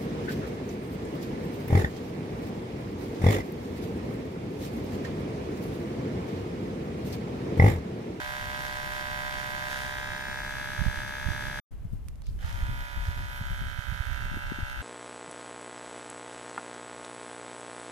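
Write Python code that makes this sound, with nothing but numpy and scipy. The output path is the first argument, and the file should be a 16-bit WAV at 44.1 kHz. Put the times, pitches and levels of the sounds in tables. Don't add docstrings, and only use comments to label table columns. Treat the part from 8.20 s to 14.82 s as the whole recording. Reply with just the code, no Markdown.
import sys
import numpy as np
from scipy import signal
from scipy.fft import rfft, irfft, next_fast_len
from scipy.io import wavfile
from scipy.ndimage import map_coordinates

SR = 44100
rng = np.random.default_rng(int(sys.argv[2]) if len(sys.argv) > 2 else 0)


def store_wav(level_fs):
    pcm = np.round(np.clip(np.atleast_2d(level_fs), -1, 1) * 32767)
    wavfile.write(sys.argv[1], SR, pcm.T.astype(np.int16))


N = 291933
TIME = np.arange(N) / SR

JOIN_S = 3.455
SILENCE_S = (3.397, 3.508)
TOP_HZ = 14300

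# (order [1], then left level [dB], right level [dB] for each pose)
ORDER_LEVELS = [(9, -54, -45, -52, -50, -63, -60, -60, -60), (11, -71, -46, -56, -52, -63, -62, -66, -60),
                (12, -57, -56, -54, -57, -64, -66, -62, -65), (13, -57, -56, -51, -50, -53, -56, -49, -52),
                (14, -57, -51, -51, -52, -65, -57, -61, -68),
                (15, -52, -46, -52, -55, -59, -49.5, -64, -52),
                (17, -63, -53, -57, -55, -64, -61, -65, -60), (18, -59, -50, -65, -56, -69, -67, -66, -70),
                (19, -54, -47, -52, -55, -59, -54, -57, -50), (20, -59, -56, -54, -54, -58, -54, -57, -52),
                (21, -56, -52, -61, -54, -60, -57, -51, -48), (22, -53, -49, -53, -53, -56, -48, -59, -50),
                (23, -50, -51, -53, -48, -60, -51, -55, -47), (24, -42, -40, -43, -46, -58, -51, -55, -44),
                (25, -44, -43, -43, -42, -65, -59, -58, -46), (26, -51, -49, -48, -52, -57, -49, -60, -52),
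                (27, -57, -53, -55, -51, -59, -58, -52, -48), (28, -55, -47, -56, -55, -65, -72, -54, -50),
                (29, -53, -51, -51, -52, -57, -53, -58, -53), (30, -55, -50, -62, -68, -71, -55, -58, -58),
                (31, -54, -58, -51, -55, -61, -53, -62, -51), (32, -66, -50, -64, -56, -67, -60, -60, -56),
                (33, -52, -56, -54, -53, -66, -65, -63, -57), (34, -68, -54, -70, -66, -63, -54, -60, -53),
                (35, -65, -54, -61, -55, -74, -62, -67, -60), (38, -60, -53, -64, -60, -60, -58, -73, -65),
                (39, -58, -53, -54, -65, -60, -58, -61, -55)]
# (order [1], level [dB])
UPPER_LEVELS = [(37, -62), (42, -66), (47, -62), (50, -64), (55, -59.5), (61, -69), (80, -69), (95, -72),
                (106, -76), (150, -78), (215, -79)]
PHASE_STRAY = [(9, .5), (22, .25), (30, .25), (64, .6), (215, .8)]
# (time [s], pose [0-3], case gain [dB], upper-order gain [dB], blade-mode gain [dB], rasp level [dB], hiss level [dB])
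HOLD = [(0, 0, -.5, 0, 1, -47.5, -58.5), (1.42, 0, .5, .5, 1, -47.5, -57.5),
        (1.57, .2, 1, 1.5, 0, -40.5, -57), (1.74, .3, .5, 1, 0, -48, -64), (2.4, 1, 0, .5, 1, -51, -71),
        (3.45, 1, -.5, 0, 1, -51.5, -67.5), (4.19, 2, -12, -15, -3, -57, -69),
        (4.245, 2, -3, -9, -2, -50, -65), (4.45, 2, -.5, -6, -3, -54.5, -61.5),
        (5, 2.05, 0, -4.5, -3, -54, -59.5), (5.45, 3, -2, -4, 4, -54.5, -62.5),
        (5.85, 3, 0, -3, 1, -52.5, -62.5), (6.2, 3, -1.5, -6, -3, -54, -64),
        (6.62, 3, -1, -5, -3, -53.5, -63)]
# (frequency [Hz], density [dB per Hz])
RASP_SPECTRUM = [(300, -21), (500, -7), (1100, -8.5), (1650, 0), (2400, -7.5), (3500, -6.5), (4500, -11),
                 (6700, -13), (7600, -18.5), (12000, -19), (14500, -28)]
HISS_SPECTRUM = [(4500, -24), (9500, -5), (13000, 0), (14500, -2)]
# (time [s], level before wobble [dB])
WHINE_LEVEL = [(5.5, -70), (5.95, -56), (6.62, -57)]
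# (time [s], gain [dB])
LEFT_BUZZ_GAIN = [(5.2, 0), (5.55, -3.5), (5.9, -3.5), (6.2, 2)]
BODY_SHADOW = [
    [(9, -.13), (11, -.06), (15, -.33), (18, .17), (22, .24), (27, 0), (30, .12), (32, -.16), (41, -.55),
     (44, -.9), (56, -1.38)],
    [(9, .12), (11, .33), (12, -.09), (13, -.14), (14, -.58), (15, -.5), (17, .02), (27, .08), (41, .1),
     (50, -.1), (56, -.04)],
]
STRAY_FACTOR = (1.35, 1, 2, 1.4)
LEFT_LEAD_MS = (.31, .56, -.31, -.31)
UPPER_PAN_DB = (-1, 4, -1, -3)
# (gap [turns per s], time constant [s])
SPIN_UP = [(19.4, .058), (.7, .5)]

START_SPEED, SAG_PER_S = 66.83, .055
SWITCH_S, TOP_SPEED, SWELL_S = 4.18, 65.1, .02
SHAFT_START = (-.13, .36)
CASE_FROM = 19
HUM_LAG_TURNS = (.05, .22)
BLADE_MODE_ORDERS, BLADE_MODE_DB = (48, 49), -59
WHINE_ORDER = 42
CLICK_LAG_TURNS = .04
RETURN_TURNS, RETURN_ORDERS = .57, (30, 37)
UPRIGHT_TURNS, UPRIGHT_ORDERS = .55, (20, 25)
FAR_FROM, FAR_DB = 62, -3
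FREE_RING_S = .05
RASP_PAN_DB = (1.2, 2.5)

# (time [s], level before band filter and decay [dB], centre [Hz], left minus right [dB])
SWITCH_CLICKS = [(3.8846, -37.5, 3190, -4.5), (3.9569, -53, 5000, -8), (4.0198, -40.5, 1250, -7),
                 (4.0677, -42, 3060, -2.5)]
# (frequency [Hz], density [dB per Hz])
RUB_SPECTRUM = [(800, -33.5), (2500, -2), (5000, 4), (8000, -16.5), (12000, -31.5)]
CLICK_T60, CASE_T60 = .008, .04
RUB_FROM_S, RUB_PEAK_S, RUB_DB = 4.035, 4.07, -62
RUB_RISE_DB_PER_S, RUB_FALL_DB_PER_S = 60, 220

# (frequency [Hz], density [dB per Hz])
BUFFET_SPECTRUM = [(6, -33), (12, -3), (40, 1), (90, -4.5), (130, -13.5), (250, -56)]
FLUTTER_SPECTRUM = [(60, -35), (110, -2.5), (180, -8.5), (270, -19), (450, -31), (900, -68)]
# (time [s], left level [dB], right level [dB])
BREEZE = [(0, -44, -45), (2.5, -44, -43), (3.45, -42, -38), (3.46, -35, -39), (4.0, -35, -39),
          (4.45, -34, -30), (4.7, -38, -37), (5.3, -34, -36), (5.55, -46, -36), (6.0, -43, -33),
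          (6.3, -40, -40), (6.62, -38, -39)]
# (time [s], peak on the nearer port [dB], left minus right [dB], nominal width [ms])
THUMPS = [(2.593, -18.0, -20.0, 3.8), (2.618, -14.0, -22.0, 2.5), (2.665, -13.0, -22.0, 2.9),
          (2.684, -15.0, -20.0, 4.7), (2.78, -24.0, -13.0, 5.7), (3.066, -14.0, -26.0, 4.7),
          (3.088, -17.0, -22.0, 2.4), (3.108, -19.0, -22.0, 5.5), (3.653, -20.0, 18.0, 3.4),
          (3.734, -22.0, 13.0, 2.6), (4.089, -19.0, -8.0, 5.3), (4.248, -20.0, -3.0, 3.6),
          (4.433, -19.0, -3.0, 6.1), (4.496, -20.0, -8.0, 3.1), (4.89, -19.0, 0.0, 4.3),
          (4.991, -21.0, 10.0, 4.4), (5.214, -19.0, -5.0, 3.6), (5.309, -21.0, 8.0, 3.4),
          (5.418, -22.0, 15.0, 3.0), (5.591, -17.0, -29.0, 4.1), (5.725, -22.0, -13.0, 3.6),
          (5.808, -18.0, -14.0, 5.2), (5.875, -19.0, -23.0, 6.3), (6.118, -24.0, 11.0, 2.2),
          (6.141, -26.0, 11.0, 2.0), (6.171, -25.0, 11.0, 1.5), (6.321, -18.0, 19.0, 1.5),
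          (6.388, -23.0, 20.0, 1.6), (6.432, -21.0, 3.0, 5.0)]
FLUTTER_DB = (-3, -15)
WAKE_DB, WAKE_RISE_S, WAKE_FALL_S = -16, .011, .021
SHARP_MS = 1.8

# (frequency [Hz], density [dB per Hz])
STREET_SPECTRUM = [(20, -25.5), (60, -10), (130, -3.5), (300, -11.5), (600, -15), (3000, -30), (8000, -54),
                   (14500, -55)]
STREET_DB = (-51, -59)


def clippers():
    pose, case_db, upper_db, mode_db, rasp_db, hiss_db = curves(HOLD)
    speed = shaft_speed()
    since = np.maximum(TIME - SWITCH_S, 0)
    angle = np.cumsum(speed) / SR + by_passage(SHAFT_START) + .0004 * wobble(30)
    lead_ms = np.interp(pose, np.arange(len(LEFT_LEAD_MS)), LEFT_LEAD_MS)
    place = (angle + np.array([[.5], [-.5]]) * lead_ms * speed / 1000) % 1
    free_ring = by_passage((1, 1 + SPIN_UP[0][0] * np.exp(-since / FREE_RING_S) / speed))
    glide = np.ones(N)

    order = np.arange(216)
    turns = blow_phase(order)
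    stray = along(PHASE_STRAY, order) * rng.uniform(-.5, .5, len(order))
    port_scatter = .022 * (order / 24) ** 1.5 * rng.standard_normal((2, len(order)))

    buzz = np.zeros((2, N))
    for p in range(len(LEFT_LEAD_MS)):
        share = np.clip(1 - abs(np.clip(pose, 0, len(LEFT_LEAD_MS) - 1) - p), 0, 1)
        on = share > 0
        for port in range(2):
            phase = turns + STRAY_FACTOR[p] * stray + port_scatter[port] + port_phase(order, p, port)
            hum, body, blade, mode = pose_waveforms(order, phase, p, port)
            parts = [(case_db, hum, glide), (case_db, body, free_ring),
                     (upper_db, blade, free_ring), (mode_db, mode, free_ring)]
            for gain_db, turn, stretch in parts:
                buzz[port, on] += share[on] * amp(gain_db[on]) * blows(turn, place[port, on], stretch[on])

    whine = np.sqrt(2) * np.sin(2 * np.pi * WHINE_ORDER * place)
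    buzz += amp(curves(WHINE_LEVEL)[0]) * whine * (TIME > JOIN_S)
    buzz[0] *= amp(curves(LEFT_BUZZ_GAIN)[0])
    buzz *= amp(.6 * wobble(60) + .3 * wobble(5))
    running = by_passage((1, 1 - np.exp(-since / SWELL_S)))
    return running * (buzz + scraping(angle, rasp_db, hiss_db))


def shaft_speed():
    since = np.maximum(TIME - SWITCH_S, 0)
    missing = sum(gap * np.exp(-since / tau) for gap, tau in SPIN_UP)
    return by_passage((START_SPEED - SAG_PER_S * TIME, TOP_SPEED - missing))


def blow_phase(order):
    ring = -np.arctan((order - 24.8) / 1.4) / (2 * np.pi)
    on_return = within(order, RETURN_ORDERS)
    return .62 * ring - RETURN_TURNS * order * on_return - CLICK_LAG_TURNS * np.maximum(order - 24, 0)


def port_phase(order, p, port):
    upright = p == len(STRAY_FACTOR) - 1
    left = 1 - port
    shift = left * along(BODY_SHADOW[p // 2], order)
    shift += left * upright * UPRIGHT_TURNS * within(order, UPRIGHT_ORDERS)
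    return shift - HUM_LAG_TURNS[p // 2] * np.minimum(order - CASE_FROM, 0)


def pose_waveforms(order, phase, p, port):
    table, mode = np.array(ORDER_LEVELS), np.array(BLADE_MODE_ORDERS)
    low = table[:, 0].astype(int)
    high = np.setdiff1d(order[36:], np.r_[low, mode])
    low_db = table[:, 1 + 2 * p + port]
    motor = low < CASE_FROM
    tilt_db = (.5 - port) * UPPER_PAN_DB[p] + FAR_DB * (p // 2) * (high > FAR_FROM)
    high_db = along(UPPER_LEVELS, high) + tilt_db + rng.normal(-1, 3.5, len(high))
    hum = one_turn(low[motor], low_db[motor], phase[low[motor]])
    body = one_turn(low[~motor], low_db[~motor], phase[low[~motor]])
    blade = one_turn(high, high_db, phase[high])
    return hum, body, blade, one_turn(mode, BLADE_MODE_DB, phase[mode])


def one_turn(orders, db, turns, size=8192):
    z = np.zeros(size // 2 + 1, complex)
    z[orders] = amp(db) * np.exp(2j * np.pi * turns) * size / np.sqrt(2)
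    return irfft(z, size)


def blows(turn, place, stretch):
    def read(u):
        return np.interp(u * stretch % 1 * len(turn), np.arange(len(turn) + 1), np.append(turn, turn[0]))

    fade = np.cos(np.pi * place / 2) ** 2
    return fade * read(place) + (1 - fade) * read(place - 1)


def scraping(angle, rasp_db, hiss_db):
    decay = np.exp(-(2 * angle % 1) / .3)
    stroke = .7 + decay * (1 + .3 * np.cos(2 * np.pi * angle))
    rasp = amp(rasp_db + 1.2 * wobble(20) + 2.1 * wobble(400)) * noise(RASP_SPECTRUM, .3)
    hiss = amp(hiss_db + 2.5 * wobble(16)) * noise(HISS_SPECTRUM, .3)
    return stroke * (rasp + hiss) * amp(by_passage(RASP_PAN_DB) * [[-1], [1]])


def fingers():
    clicks, t = np.zeros((2, N + SR)), np.arange(SR // 10) / SR
    decay = amp(-60 * t / CLICK_T60) + .2 * amp(-60 * t / CASE_T60)
    for s, db, hz, pan_db in SWITCH_CLICKS:
        band = signal.butter(1, [hz / 2.5, min(hz * 2.5, 15000)], "band", fs=SR)
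        tick = signal.lfilter(*band, rng.standard_normal((2, len(t)))) * decay
        start = round(s * SR)
        clicks[:, start:start + len(t)] += amp(db + np.array([[.5], [-.5]]) * pan_db) * tick
    from_peak = TIME - RUB_PEAK_S
    rub_db = RUB_DB - np.where(from_peak < 0, -RUB_RISE_DB_PER_S * from_peak, RUB_FALL_DB_PER_S * from_peak)
    rub = (TIME > RUB_FROM_S) * amp(rub_db + 3 * wobble(150)) * noise(RUB_SPECTRUM, .2)
    return clicks[:, :N] + rub


def wind():
    push, wake, sharp = thumps()
    lumps = amp(by_passage((1.5, 3.2)) * np.array([wobble(18), wobble(18)]))
    buffet = unit(lumps * noise(BUFFET_SPECTRUM, .1))
    flutter = unit(lumps ** 1.5 * noise(FLUTTER_SPECTRUM, .1))
    steady = amp(curves(BREEZE)) * (buffet + amp(by_passage(FLUTTER_DB)) * flutter)
    return steady + wake * buffet + sharp * flutter + push


def thumps():
    push, wake, sharp = np.zeros((3, 2, N))
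    signs = rng.choice([-1, 1], (len(THUMPS), 2, 1))
    for (s, db, pan_db, ms), sign in zip(THUMPS, signs):
        near = slice(max(round((s - .1) * SR), 0), round((s + .3) * SR))
        gain, since = amp(db + np.minimum([[pan_db], [-pan_db]], 0)), TIME[near] - s
        u = since / (.00062 * ms)
        push[:, near] += gain * sign * (1 - .6 * u * u) * np.exp(-u * u / 2)
        swirl = amp(WAKE_DB) * gain * np.exp(-np.where(since < 0, -since / WAKE_RISE_S, since / WAKE_FALL_S))
        wake[:, near] += swirl
        sharp[:, near] += swirl * min(SHARP_MS / ms, 1) ** 2
    return push, wake, sharp


def street():
    return amp(by_passage(STREET_DB) + wobble(3)) * noise(STREET_SPECTRUM, .5)


def noise(spectrum, alike):
    common, left, right = rng.standard_normal((3, N))
    pair = np.sqrt(alike) * common + np.sqrt(1 - alike) * np.array([left, right])
    return unit(filtered(pair, lambda hz: amp(along(spectrum, hz))))


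def filtered(x, gain):
    m = next_fast_len(N + SR // 2)
    return irfft(rfft(x, m) * gain(np.fft.rfftfreq(m, 1 / SR)), m)[..., :N]


def wobble(rate):
    return map_coordinates(rng.standard_normal(int(N * rate / SR) + 4), [np.arange(N) * rate / SR])


def amp(db):
    return 10 ** (np.asarray(db) / 20)


def unit(x):
    return x / np.sqrt(np.mean(x ** 2, axis=-1, keepdims=True) + 1e-20)


def along(points, at):
    x, v = np.transpose(points)
    return np.interp(np.log(at + 1), np.log(x + 1), v)


def curves(rows):
    s, *cols = np.transpose(rows)
    return [np.interp(TIME, s, c) for c in cols]


def by_passage(pair):
    return np.where(TIME < JOIN_S, *pair)


def within(order, limits):
    return (order >= limits[0]) & (order <= limits[1])


def scene():
    return clippers() + fingers() + wind() + street()


def record(dry):
    fade_out = (SILENCE_S[0] - TIME) / .004 + 1
    fade_in = (TIME - SILENCE_S[1]) / .009
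    keep = np.clip(np.maximum(fade_out, fade_in), 0, 1)
    return filtered(dry * keep, lambda hz: hz < TOP_HZ)


dry = scene()
out = record(dry)
store_wav(out)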